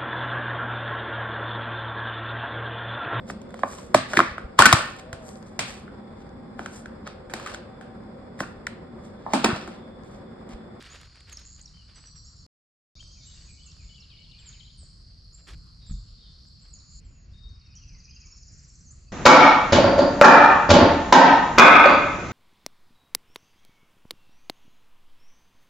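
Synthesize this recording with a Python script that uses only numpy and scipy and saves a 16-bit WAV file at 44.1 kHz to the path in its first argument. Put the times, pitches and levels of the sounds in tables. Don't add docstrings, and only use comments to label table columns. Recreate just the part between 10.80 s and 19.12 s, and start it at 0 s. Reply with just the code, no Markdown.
import sys
import numpy as np
from scipy import signal
from scipy.io import wavfile
from scipy.ndimage import uniform_filter1d

SR = 44100
rng = np.random.default_rng(int(sys.argv[2]) if len(sys.argv) > 2 else 0)


def unload_audio(sound):
    columns = np.transpose(np.atleast_2d(sound))
    steps = np.round(np.clip(columns, -1, 1) * 32767)
    wavfile.write(sys.argv[1], SR, steps.astype(np.int16))


def field_ratio(decibels):
    return 10 ** (np.asarray(decibels, dtype=float) / 20)


N = 366912
T = np.arange(N) / SR
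CUT_S = 6.2


def rms_one(x):
    return x / np.sqrt(np.mean(x ** 2) + 1e-20)


def in_time(tables):
    s, *columns = np.concatenate(tables).T
    return [np.interp(T, s, column) for column in columns]


def at_hz(points, hz):
    table_hz, db = np.array(points).T
    return np.interp(np.log(hz), np.log(table_hz), db)


def drift(rate):
    r = np.exp(-80 * np.pi * rate / SR)
    white = rng.standard_normal(N // 40 + 2002)
    slow = rms_one(signal.lfilter([1], [1, -2 * r, r * r], white)[2000:])
    return np.interp(np.arange(N) / 40, np.arange(len(slow)), slow)


def band(x, low_hz, high_hz, order=2):
    sos = signal.butter(order, [low_hz, high_hz], "band", fs=SR, output="sos")
    return signal.sosfilt(sos, x)


def ring(clicks, hz, t60):
    r, w = field_ratio(-60 / (t60 * SR)), 2 * np.pi * hz / SR
    return signal.lfilter([0, np.sin(w)], [1, -2 * r * np.cos(w), r * r], clicks + 1e-18)


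def pair(mid, side, alike):
    alike = np.clip(alike, 0, 1)
    difference = np.sqrt(1 - alike) * side * np.array([[1], [-1]])
    return (np.sqrt(1 + alike) * mid + difference) / np.sqrt(2)


def pan(x, left_db):
    return x * field_ratio(left_db / 2 * np.array([[1], [-1]]))


def evened(x):
    return rms_one(x / uniform_filter1d(x[0] ** 2, size=5000) ** .35)


# (pitch [Hz], likeness [0 to 1])
SIDE_LIKENESS = [(200, 0.089), (500, 0.12), (1000, 0.17), (2000, 0.21), (4000, 0.93), (8000, 0.68)]
# (pitch [Hz], left over right [dB])
SIDE_LEAN = [(150, -1), (300, -6), (600, -6), (1200, -1.5), (2500, 2), (5000, 2)]


def coloured(white, gains_db, low_hz=180):
    out, edges = 0, low_hz * 2 ** np.arange(0, 6.6, .5)
    for k, (low, high) in enumerate(zip(edges, edges[1:])):
        hz = np.sqrt(low * high)
        noise = pair(*band(white[k % 2], low, high), at_hz(SIDE_LIKENESS, hz))
        out = out + field_ratio(gains_db(hz)) * pan(noise, at_hz(SIDE_LEAN, hz))
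    return out


# (pitch [Hz], level per Hz [dB])
SHADE = [(180, -2.5), (260, -15.5), (700, -22), (950, -28), (1200, -17.5), (2100, -28), (3100, -24.5),
         (4500, -27.5), (6200, -25.5), (8500, -37), (10500, -39.5), (12500, -51), (15000, -61.5)]
# (pitch [Hz], level per Hz [dB])
OPEN = [(180, 0), (300, -13.5), (600, -15.5), (950, -21.5), (1200, -12), (1800, -17), (2700, -16),
        (3700, -33), (5300, -13), (6900, -29), (8500, -53), (11000, -59), (15000, -78)]


def air():
    def gains_db(hz):
        shade_db, open_db = -66 + at_hz(SHADE, hz), -72 + at_hz(OPEN, hz)
        return np.where(T < CUT_S, shade_db, open_db) + 2.7 * drift(4.5)
    floor = pan(coloured(rng.standard_normal((2, 2, N)), gains_db) * field_ratio(25.0), -0.68)
    return signal.sosfilt(signal.butter(6, 13500, fs=SR, output="sos"), floor)


# (time [s], level [dB])
INSECT_LEVEL = [
    [(0, -60), (.8, -58.5), (1.66, -58.5)],
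    [(2.15, -58), (3, -57.5), (4, -58.5), (4.8, -59.5), (5.45, -56), (5.8, -58.5), (6.19, -57.5)],
    [(6.21, -71.5), (6.6, -72), (7.25, -67.5), (8.32, -68)],
]
# (pitch [Hz], width [Hz], level [dB])
INSECT_MODES = [(4210, 320, -5), (4468, 370, 0.5), (4790, 440, -1.5), (5260, 470, -6), (5950, 350, -22)]


def chorus():
    clicks = (rng.random((2, N)) < 2500 / SR) * rng.standard_normal((2, N))
    out = 0
    for k, (hz, width_hz, db) in enumerate(INSECT_MODES):
        shell = band(np.roll(clicks, 3001 * k, axis=1), hz - width_hz / 2, hz + width_hz / 2)
        out = out + field_ratio(db + 1.0 * drift(4.3)) * rms_one(shell)
    return field_ratio(in_time(INSECT_LEVEL)[0]) * rms_one(pair(*out, 0.58))


# (time [s], level [dB])
WIND = [
    [(0.0, -39.5), (0.018, -57.5), (0.296, -51.5), (0.33, -62.5), (0.496, -52), (0.9, -55), (1.25, -56),
     (1.64, -52.5)],
    [(2.17, -52), (2.9, -52.5), (3.3, -56.5), (4.3, -53), (5.06, -52)],
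    [(5.3, -50.5), (5.75, -56.5), (6.5, -52), (7.4, -54), (8.3, -52.5)],
]
# (middle [s], length [s], level over the wind [dB])
PUFFS = [(2.45, .2, -4), (3.053, 0.29, 5), (3.7, 0.13, 5), (3.83, .06, 1), (4.023, 0.11, 6.5),
         (4.762, 0.17, 8.5), (5.92, 0.13, 5), (6.06, .08, -8), (6.249, 0.29, 7), (6.519, .14, 5.5),
         (6.681, 0.19, 6.5), (6.83, 0.11, -8), (7.134, 0.34, 5), (7.456, 0.12, 3), (7.75, 0.13, 3.5)]


def rumble():
    gust_db = in_time(WIND)[0] + 52.5
    for s, length, db in PUFFS:
        gust_db += db * np.cos(np.pi * np.clip((T - s) / length, -.5, .5)) ** 2
    white = rng.standard_normal((4, N))
    deep = evened(band(white[:2], 30, 78.0))
    deep = deep * field_ratio(-50.5 + gust_db + 1.0 * drift(6))
    upper = evened(band(band(white[2:], 87, 170.0), 56, 240))
    upper = upper * field_ratio(-59 + 0.3 * gust_db + 2.2 * drift(5.0))
    return pair(*deep, .985) + pair(*upper, 0.87)


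# (start [s], length [s], level [dB], extra level of the bright top [dB])
RUBS = [(-.06, 0.18, -52, -22), (0.094, 0.098, -52.5, -26), (0.168, .11, -56, -25), (0.238, 0.27, -66, -38),
        (.5, 0.28, -69, -39.5), (0.34, 0.058, -67.5, -31), (0.47, 0.079, -55.5, -19),
        (0.542, 0.12, -63.5, -26), (.76, .36, -73, -45), (0.769, 0.045, -64, -27),
        (1.069, 0.08, -64.5, -43), (1.144, 0.073, -59.5, -40), (1.201, 0.11, -65, -40),
        (1.34, 0.057, -69, -48), (2.482, 0.25, -66.5, -31), (3.555, 0.26, -65, -33),
        (4.568, 0.051, -67, -31), (4.665, 0.064, -51.5, -6), (4.725, 0.024, -53.5, -16),
        (4.994, 0.11, -72, -47), (5.093, 0.024, -68, -55), (5.828, 0.068, -69, -27)]
# (pitch [Hz], level per Hz [dB])
RUB_COLOUR = [(250, 1), (500, -2.5), (800, -7.5), (1400, 2), (2500, -2.5), (4000, -3.5), (7000, -16),
              (10000, -45), (15000, -67.5)]


def rustle():
    dull, bright = np.zeros((2, N))
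    for s, length, db, bright_db in RUBS:
        at = np.arange(max(round(s * SR), 0), round((s + length) * SR))
        stroke = np.abs(np.sin(np.pi * (T[at] - s) / length)) ** .8
        dull[at] += field_ratio(db) * stroke
        bright[at] += field_ratio(db + bright_db) * stroke
    fade = np.exp(-1 / (0.0021 * SR))
    dull, bright = signal.lfilter([1 - fade], [1, -fade], np.array([dull, bright]) + 1e-18)
    grains = rng.standard_normal((2, 2, N)) * field_ratio(2.5 * drift(230) + 1.4 * drift(35))
    grains[:, 1] *= .35
    body = coloured(grains, lambda hz: at_hz(RUB_COLOUR, hz))
    top = pair(*band(grains[:, 0], 4900, 9500), .75) * field_ratio(-2.5)
    return pan(body * field_ratio(11.5) * dull + top * bright, -1.5)


# (time [s], peak of the dull part [dB], peak of the bright part [dB])
TICKS = [(0.0168, -50, -68), (0.0263, -51, -58), (0.052, -55.5, -71.5), (0.1483, -34.5, -73.5),
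         (0.2136, -53, -61), (0.2323, -40, -76), (0.358, -58, -70), (0.407, -63, -65), (0.4453, -57, -82),
         (0.4977, -66.5, -61.5), (0.5284, -55.5, -52), (0.5733, -53.5, -60.5), (0.598, -52, -67.5),
         (0.7634, -55.5, -60.5), (0.7955, -49, -70.5), (0.9712, -57.5, -83), (1.097, -62, -85),
         (1.24, -50, -96), (1.3094, -70, -99), (2.2282, -46.5, -76), (2.967, -53, -89), (3.706, -59, -86),
         (4.679, -66, -65), (4.7363, -52, -75), (5.0988, -49, -91), (5.121, -49.5, -92),
         (5.266, -64.5, -88), (5.653, -57, -103), (5.8844, -78, -75), (4.4465, -75, -81),
         (4.7795, -77, -79), (4.8414, -75, -79), (4.868, -78, -79), (5.1971, -74, -83), (5.9055, -75, -79)]
# (pitch [Hz], level [dB], time to die by 60 dB [s])
TICK_MODES = [(616, -7.5, 0.0091), (1280, -4.5, 0.026), (1660, 8.5, 0.0041), (2300, -5.5, .01),
              (3360, -2, 0.015)]


def ticks():
    s, dull_db, bright_db = np.transpose(TICKS)
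    at, out = (s * SR).astype(int), np.zeros(N)
    chance = rng.normal(0, 3.5, (len(at), len(TICK_MODES)))
    for k, (hz, db, t60) in enumerate(TICK_MODES):
        clicks = np.zeros(N)
        clicks[at] = field_ratio(dull_db + db - 10.0 + chance[:, k])
        out += ring(clicks, hz, t60)
    cracks = np.zeros(N)
    cracks[at] = field_ratio(bright_db + 21.5)
    fading = signal.lfilter([1], [1, -field_ratio(-60 / (0.0065 * SR))], cracks + 1e-18)
    return pan(out + band(fading * rng.standard_normal(N), 4000, 9500), -1.79)


# (time [s], peak [dB], pitch [Hz])
CRACKLES = [(0.017, -42, 1600), (0.024, -33.5, 1840), (0.043, -35, 3200), (0.051, -40, 1560),
            (0.058, -43, 2030), (0.109, -46, 1290), (0.151, -45, 3200), (0.148, -36, 1390),
            (0.232, -40, 2170), (0.324, -47, 2320), (0.355, -46, 1620), (.357, -40, 2300),
            (.408, -45, 2300), (.408, -45, 5200), (1.098, -41, 3000), (1.241, -40.5, 2800),
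            (.971, -45, 2300), (.795, -43, 3100), (0.378, -43, 2570), (0.406, -37, 3610),
            (0.443, -52, 1340), (0.473, -42, 2360), (0.496, -36, 2600), (0.527, -33, 2560),
            (.51, -42, 3600), (.535, -43, 1800), (1.182, -46, 1500), (1.255, -47, 1700), (0.592, -34, 3740),
            (4.031, -49.5, 594), (4.469, -57, 3350)]


def crackles():
    out, age = np.zeros(N), np.arange(900) / SR
    for s, db, hz in CRACKLES:
        fall_db = 60 * age * hz / 13
        out[round(s * SR):][:900] += field_ratio(db - 4 - fall_db) * np.sin(2 * np.pi * hz * age)
    return pan(out, -1.8)


# (time [s], level [dB])
STEP = [
    (5.097, -41),
    (5.112, -32.5),
    (5.14, -38.5),
]
# (pitch [Hz], level [dB], time to die by 60 dB [s])
HULL_MODES = [(43.6, 4.5, 0.47), (69.3, 0, 0.24), (110.2, -12, 0.99), (131.6, -0.5, 0.18),
              (190.2, -2.5, 0.22), (260, -35, 0.12)]


def step():
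    push = np.zeros(N)
    for s, db in STEP:
        push[round(s * SR)] = -field_ratio(db)
    push = uniform_filter1d(push, size=90, origin=-44)
    return sum(field_ratio(db) * ring(push, hz, t60) for hz, db, t60 in HULL_MODES)


def forest(send):
    t60_s, path_count = 0.85, 4
    sway_s = .045
    age, white, out = np.arange(SR) / SR, rng.standard_normal((2, SR)), 0
    dying = field_ratio(-60 * age / t60_s) + 1.2 * field_ratio(-60 * age / 0.057)
    shape = (1 - np.exp(-age / 0.0045)) * dying
    for k in range(path_count):
        paths = np.roll(white, SR // path_count * k, axis=1)
        tail = rms_one(pair(*paths, 0.73) * shape) / np.sqrt(SR)
        turn = (T / sway_s + k) % path_count - path_count / 2
        part = send * np.cos(np.pi / 2 * np.clip(turn, -1, 1))
        for shot in (T < CUT_S, T >= CUT_S):
            out = out + signal.oaconvolve((part * shot)[None], tail)[:, :N] * shot
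    return out


# (start [s], echo level [dB], direct level [dB])
HIGH_BUZZES = [
    (.649, -53, -45),
    (2.987, -54, -63),
    (6.071, -47.5, -60),
]
# (start [s], echo level [dB], direct level [dB])
LOW_BUZZES = [
    (2.403, -52, -74),
    (5.0, -53.5, -72),
    (5.373, -52.5, -75),
]
# (length [s], from [Hz], to [Hz])
HIGH_BUZZ, LOW_BUZZ = (.119, 6000, 7800), (0.11, 3200, 4130)


def buzzes():
    pulses_per_s = 119
    direct, send = np.zeros(N), np.zeros(N)
    uneven = .2 * drift(40)
    for (length, from_hz, to_hz), rows in ((HIGH_BUZZ, HIGH_BUZZES), (LOW_BUZZ, LOW_BUZZES)):
        for start, echo_db, direct_db in rows:
            at = round(start * SR) + np.arange(round(length * SR))
            u = ((T[at] - start) * pulses_per_s + uneven[at]) % 1
            hz = from_hz + (to_hz - from_hz) * u
            tone = np.sin(2 * np.pi * np.cumsum(hz) / SR) * np.sin(np.pi * u ** 1.26) ** 2
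            direct[at] += field_ratio(direct_db) * tone
            send[at] += field_ratio(echo_db) * tone
    return pan(direct * field_ratio(1.7 * drift(60)), -1.9), send


# (time [s], notes per second [1/s], top pitch [Hz], peak [dB])
FAR_TRILL = [
    (2.0, 17.2, 5440, -55),
    (2.3, 18.2, 6680, -50.5),
    (2.5, 18.6, 7780, -51),
    (2.84, 21, 7880, -62.5),
]
# (time [s], notes per second [1/s], top pitch [Hz], peak [dB])
NEAR_TRILL = [
    (6.489, 17.9, 5330, -65.5),
    (6.9, 17.7, 5780, -58),
    (7.25, 18.6, 6500, -54),
    (7.6, 18.7, 7170, -52),
    (8.04, 18.3, 7740, -56.5),
]


def trill(rows, direct_db):
    per_s, top_hz, db = in_time([rows])
    bottom_hz = np.maximum(.67 * top_hz, 4374)
    on = (T >= rows[0][0]) & (T < rows[-1][0])
    u = np.cumsum(per_s * on) / SR % 1
    dive = np.clip((u - .68) / 0.23, 0, 1)
    throb = np.cos(2 * np.pi * 6.0 * u + .7 * drift(29.77))
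    hz = top_hz - 350 + 300 * throb * (dive == 0) - (top_hz - bottom_hz) * dive + 230 * drift(199.8)
    level = np.interp(u, [0, .3, .4, .6, .7, .8, .87, .93], [0, 0, 0.35, 0.9, 0.53, 1.63, 0.5, 0])
    level = level * (1 + 0.29 * throb)
    song = on * field_ratio(db + 2.0 * drift(200)) * level * np.sin(2 * np.pi * np.cumsum(hz) / SR)
    song += field_ratio(-6.5) * np.roll(song, round(.0055 * SR))
    return pan(field_ratio(direct_db) * song, -0.91), song


def sung(motif, times):
    out = []
    for s, more_db, tempo, ratio in times:
        for late, length, from_hz, to_hz, db in motif:
            out.append((s + tempo * late, tempo * length, ratio * from_hz, ratio * to_hz, db + more_db))
    return out


def repeated(run, count):
    s, period, step_db, ratio = run
    return [(s + k * period, k * step_db, 1, ratio ** k) for k in range(count)]


# (time after start [s], length [s], from [Hz], to [Hz], peak [dB])
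WARBLE = [
    (-.128, 0.012, 6720, 7730, -63.5),
    (-.036, 0.0065, 6530, 9060, -63),
    (-.027, 0.013, 8500, 7320, -59),
    (0.0, .026, 7510, 6160, -43.5),
]
CHIP = [
    (0.0, .014, 6500, 7180, -56.5),
    (.009, .03, 6990, 7440, -52.5),
]
LILT = [
    (-.07, .08, 2760, 2250, -67),
    (0.0, .03, 2450, 3120, -63),
    (.028, 0.06, 3140, 3270, -68),
    (.085, .035, 3000, 2450, -59.5),
    (.135, .08, 2735, 2193, -64.5),
]
SWOOP = [
    (0.005, .04, 2633, 2206, -66),
    (.04, 0.09, 2205, 2287, -73),
]
HOLD = [
    (0.0, .05, 2953, 3000, -62.5),
    (.045, .03, 3154, 3550, -65),
    (.085, .06, 2720, 2760, -67.5),
]
DUET_LOW = [
    (0.0, 0.012, 5430, 5920, -64),
    (.008, 0.035, 5894, 5950, -54),
]
DUET_TOP = [
    (0.0, .012, 6290, 7830, -66),
    (.008, 0.036, 7830, 7800, -57),
    (.04, .012, 7800, 6800, -66),
    (.056, .03, 7840, 7850, -65.5),
]
# (time [s], level [dB], time stretch [ratio], pitch [ratio])
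WARBLES, CHIPS, LILTS = [(0.518, -0.5, 0.94, 0.98), (2.856, -8, 1.02, 1.01), (5.929, -6, 1.05, 1.005)], [(0.1, -0.6, 0.99, 0.97), (2.447, 0, 1, 1.045),
                                          (4.527, -0.5, .8, 1.017), (5.81, -8.5, 0.67, 1.06),
                                          (5.658, -16.5, 1.1, 1.05)], [(6.925, -2.5, 1.01, 1.001),
                                                         (7.28, -1.5, 0.88, .99)]
# (first [s], period [s], level per repeat [dB], pitch per repeat [ratio])
SWOOP_RUN, HOLD_RUN = (2.352, .3145, 1.4, 1.001), (2.463, .3115, 1.65, 1.001)
DUET_LOW_RUN, DUET_TOP_RUN = (1.145, .1032, -1.2, .978), (1.141, .1025, -0.31, .981)
DUET_ACCENT_DB = [-4.5, 3.5, 3.5, 3, 2]
# (start [s], length [s], from [Hz], to [Hz], peak [dB])
HIGH_CALLS, LOW_CALLS = [(2.15, 0.11, 6630, 6830, -63), (2.195, 0.14, 7970, 7670, -71),
                         (2.55, 0.04, 7960, 7730, -69), (2.645, 0.05, 6720, 6800, -63.5),
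                         (2.689, 0.075, 7700, 7630, -60.5), (3.402, .008, 7100, 8100, -68),
                         (3.165, 0.011, 6260, 8600, -66), (3.56, 0.027, 3980, 4880, -59),
                         (3.59, .03, 7830, 7090, -61), (3.928, .015, 6400, 7400, -68),
                         (3.658, 0.048, 7590, 6260, -49), (3.974, 0.087, 8960, 6720, -60),
                         (3.975, 0.024, 9860, 8350, -66), (3.997, 0.043, 8800, 7680, -64),
                         (1.6, 0.028, 6800, 6300, -62), (1.445, 0.018, 6200, 7260, -58),
                         (5.058, 0.05, 7150, 7880, -61.5), (5.096, 0.046, 8020, 6110, -58.5),
                         (1.04, 0.028, 7700, 7700, -76), (6.245, .025, 7800, 7100, -68),
                         (6.262, 0.2, 7100, 6590, -66.5), (6.953, 0.0063, 7300, 5730, -47.5),
                         (6.955, 0.021, 5590, 5960, -49), (8.041, 0.049, 7320, 6150, -56),
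                         (8.072, 0.034, 6280, 6020, -57), (8.1, 0.025, 6100, 8170, -53),
                         (8.263, 0.04, 4200, 4960, -65.5)], [(2.1, 0.076, 3400, 3800, -58), (3.3, 0.045, 3300, 2900, -57),
                                             (3.53, .05, 2400, 2500, -65.5),
                                             (3.735, 0.0292, 2950, 1800, -62),
                                             (3.33, .03, 2900, 3000, -55.5), (8.26, .05, 2650, 2500, -75),
                                             (7.43, .1, 2800, 2050, -72), (7.13, 0.062, 2300, 1800, -69),
                                             (5.009, 0.079, 4200, 3300, -67),
                                             (5.4, 0.072, 3795, 2900, -62.5),
                                             (6.225, 0.041, 3000, 3250, -75.5),
                                             (6.336, 0.055, 2750, 2560, -73.5),
                                             (7.275, .025, 2600, 2480, -62.5)]


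def forest_notes():
    accents = np.outer(DUET_ACCENT_DB, [0, 1, 0, 0])
    duet_times = np.add(repeated(DUET_LOW_RUN, count=5), accents)
    motifs = sung(WARBLE, WARBLES) + sung(CHIP, CHIPS) + sung(LILT, LILTS)
    runs = sung(SWOOP, repeated(SWOOP_RUN, count=5)) + sung(HOLD, repeated(HOLD_RUN, count=4))
    duet = sung(DUET_LOW, duet_times) + sung(DUET_TOP, repeated(DUET_TOP_RUN, count=5))
    return motifs + runs + duet + HIGH_CALLS + LOW_CALLS


# (start [s], length [s], from [Hz], to [Hz], peak [dB])
CLOSE_CALLS = [(.935, 0.061, 3050, 3080, -59.5), (.97, 0.066, 3050, 2870, -61),
               (5.995, 0.018, 4800, 3680, -55.5), (2.168, 0.021, 2300, 2350, -64),
               (2.187, 0.015, 2310, 3000, -58), (2.2, 0.018, 3040, 3240, -47.5),
               (3.202, .012, 5880, 4850, -50.5), (3.22, 0.011, 4500, 3850, -59),
               (3.803, 0.021, 3250, 2950, -51), (3.826, 0.017, 2930, 3500, -53),
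               (3.846, 0.016, 3500, 3900, -53), (3.862, 0.017, 3800, 4140, -58),
               (3.77, .012, 4000, 3680, -60.5), (3.846, .01, 3410, 2970, -63),
               (3.876, 0.012, 2880, 3380, -55.5), (3.89, 0.017, 4030, 3530, -52),
               (6.505, 0.027, 3300, 3600, -77), (6.76, .035, 3730, 3780, -68.5),
               (6.805, 0.021, 3730, 3730, -66), (6.84, .04, 3730, 3700, -69), (6.9, .04, 3730, 3730, -71),
               (6.53, 0.23, 3700, 3740, -56)]
# (time after start [s], length [s], from [Hz], to [Hz], peak [dB])
TAG = [
    (.003, 0.0059, 6300, 7900, -44.5),
    (.012, 0.0082, 8650, 7840, -57),
    (.046, 0.0077, 5990, 4890, -47.5),
    (.065, .008, 4385, 3860, -58.5),
]
WARBLE_END = [
    (.056, .007, 5950, 5000, -39),
    (.072, 0.008, 4340, 3800, -55),
]
DIVE = [
    (0.0, 0.0139, 4395, 3050, -57),
    (.012, 0.018, 3140, 2883, -60),
]
# (time [s], level [dB], time stretch [ratio], pitch [ratio])
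TAGS, EARLY_DIVES = [(.81, -0.5, 1.001, 1.001)], [(2.793, -6, 0.95, 1.02), (2.912, 5, 0.75, 1.04), (3.031, -11, 0.89, 1.2)]
# (first [s], period [s], level per repeat [dB], pitch per repeat [ratio])
DIVE_RUN = (3.084, .0711, 0.58, 1.001)


def close_notes():
    dives = sung(DIVE, repeated(DIVE_RUN, count=11) + EARLY_DIVES)
    return CLOSE_CALLS + sung(TAG, TAGS) + sung(WARBLE_END, WARBLES) + dives


def whistles():
    direct, send = np.zeros((2, N)), np.zeros(N)
    waver, flutter = drift(70), field_ratio(3.5 * drift(120))
    notes = [(note, 0) for note in forest_notes()] + [(note, -6) for note in close_notes()]
    for (s, length, from_hz, to_hz, db), drier_db in notes:
        left_db, direct_db, echo_db = -2.5, 1.5, 0.5
        if (from_hz + to_hz) / 2 < 3900:
            left_db, direct_db, echo_db = 11, -3, 3
        at = round(s * SR) + np.arange(round(length * SR))
        at = at[at < N]
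        u = np.linspace(0, 1, len(at), endpoint=False)
        glide = (to_hz - from_hz) * (u + .06 * waver[at])
        wobble_hz = 110 * np.exp(-length / .1) * from_hz / 7000
        hz = from_hz + glide + wobble_hz * waver[at - 999]
        swell = field_ratio(db) * np.sin(np.pi * u) ** .5 * flutter[at]
        note = swell * np.sin(2 * np.pi * np.cumsum(hz) / SR)
        direct[:, at] += pan(field_ratio(direct_db) * note, left_db)
        send[at] += field_ratio(echo_db + drier_db - 23 * length) * note
    return direct, send


def scene():
    voices = whistles(), buzzes(), trill(FAR_TRILL, direct_db=-14), trill(NEAR_TRILL, direct_db=-0.5)
    echo = forest(sum(send for direct, send in voices))
    birds = sum(direct for direct, send in voices) + echo
    return birds + chorus() + rumble() + air() + rustle() + ticks() + crackles() + step()


# (from [s], top [Hz])
TREBLE_LIMIT = [(0, 14100), (.28, 11200), (.47, 15000), (.61, 11800), (.655, 8300), (.77, 12700),
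                (.82, 11000), (1.15, 8200), (1.54, 11100), (2.375, 8300), (2.42, 9000), (2.49, 8250),
                (2.585, 12400), (2.67, 8250), (2.82, 10200), (2.86, 9000), (2.915, 10800), (2.95, 11500),
                (3.01, 9800), (3.035, 8400), (3.1, 11000), (4.0, 9700), (4.11, 11300), (4.35, 12300),
                (4.55, 11100), (4.65, 14200), (4.745, 12600), (5.0, 11300), (5.105, 8400), (5.135, 11200),
                (5.58, 12300), (5.91, 10800), (6.095, 8200), (6.185, 10500), (6.26, 7800), (6.39, 7500),
                (6.51, 10500), (7.0, 8500), (7.14, 8000), (7.2, 8300), (7.255, 7800), (7.31, 7300),
                (7.365, 8000), (7.405, 7400), (7.465, 8200), (7.54, 7650), (7.69, 8000), (7.81, 8300),
                (8.11, 8700), (8.235, 11000)]


def treble_limited(x):
    hz, s, frames = signal.stft(x, SR, nperseg=1024, noverlap=768)
    since, top_hz = np.transpose(TREBLE_LIMIT)
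    kept = hz[:, None] < top_hz[np.searchsorted(since, s, side="right") - 1]
    return signal.istft(frames * kept, SR, nperseg=1024, noverlap=768)[1][:, :N]


def band_limit(x):
    return signal.sosfilt(signal.butter(12, 14100, fs=SR, output="sos"), x)


def record(dry):
    heard = (T < 1.6646) | (T >= 2.1537)
    return band_limit(treble_limited(dry) * heard)


dry = scene()
out = record(dry)
unload_audio(out)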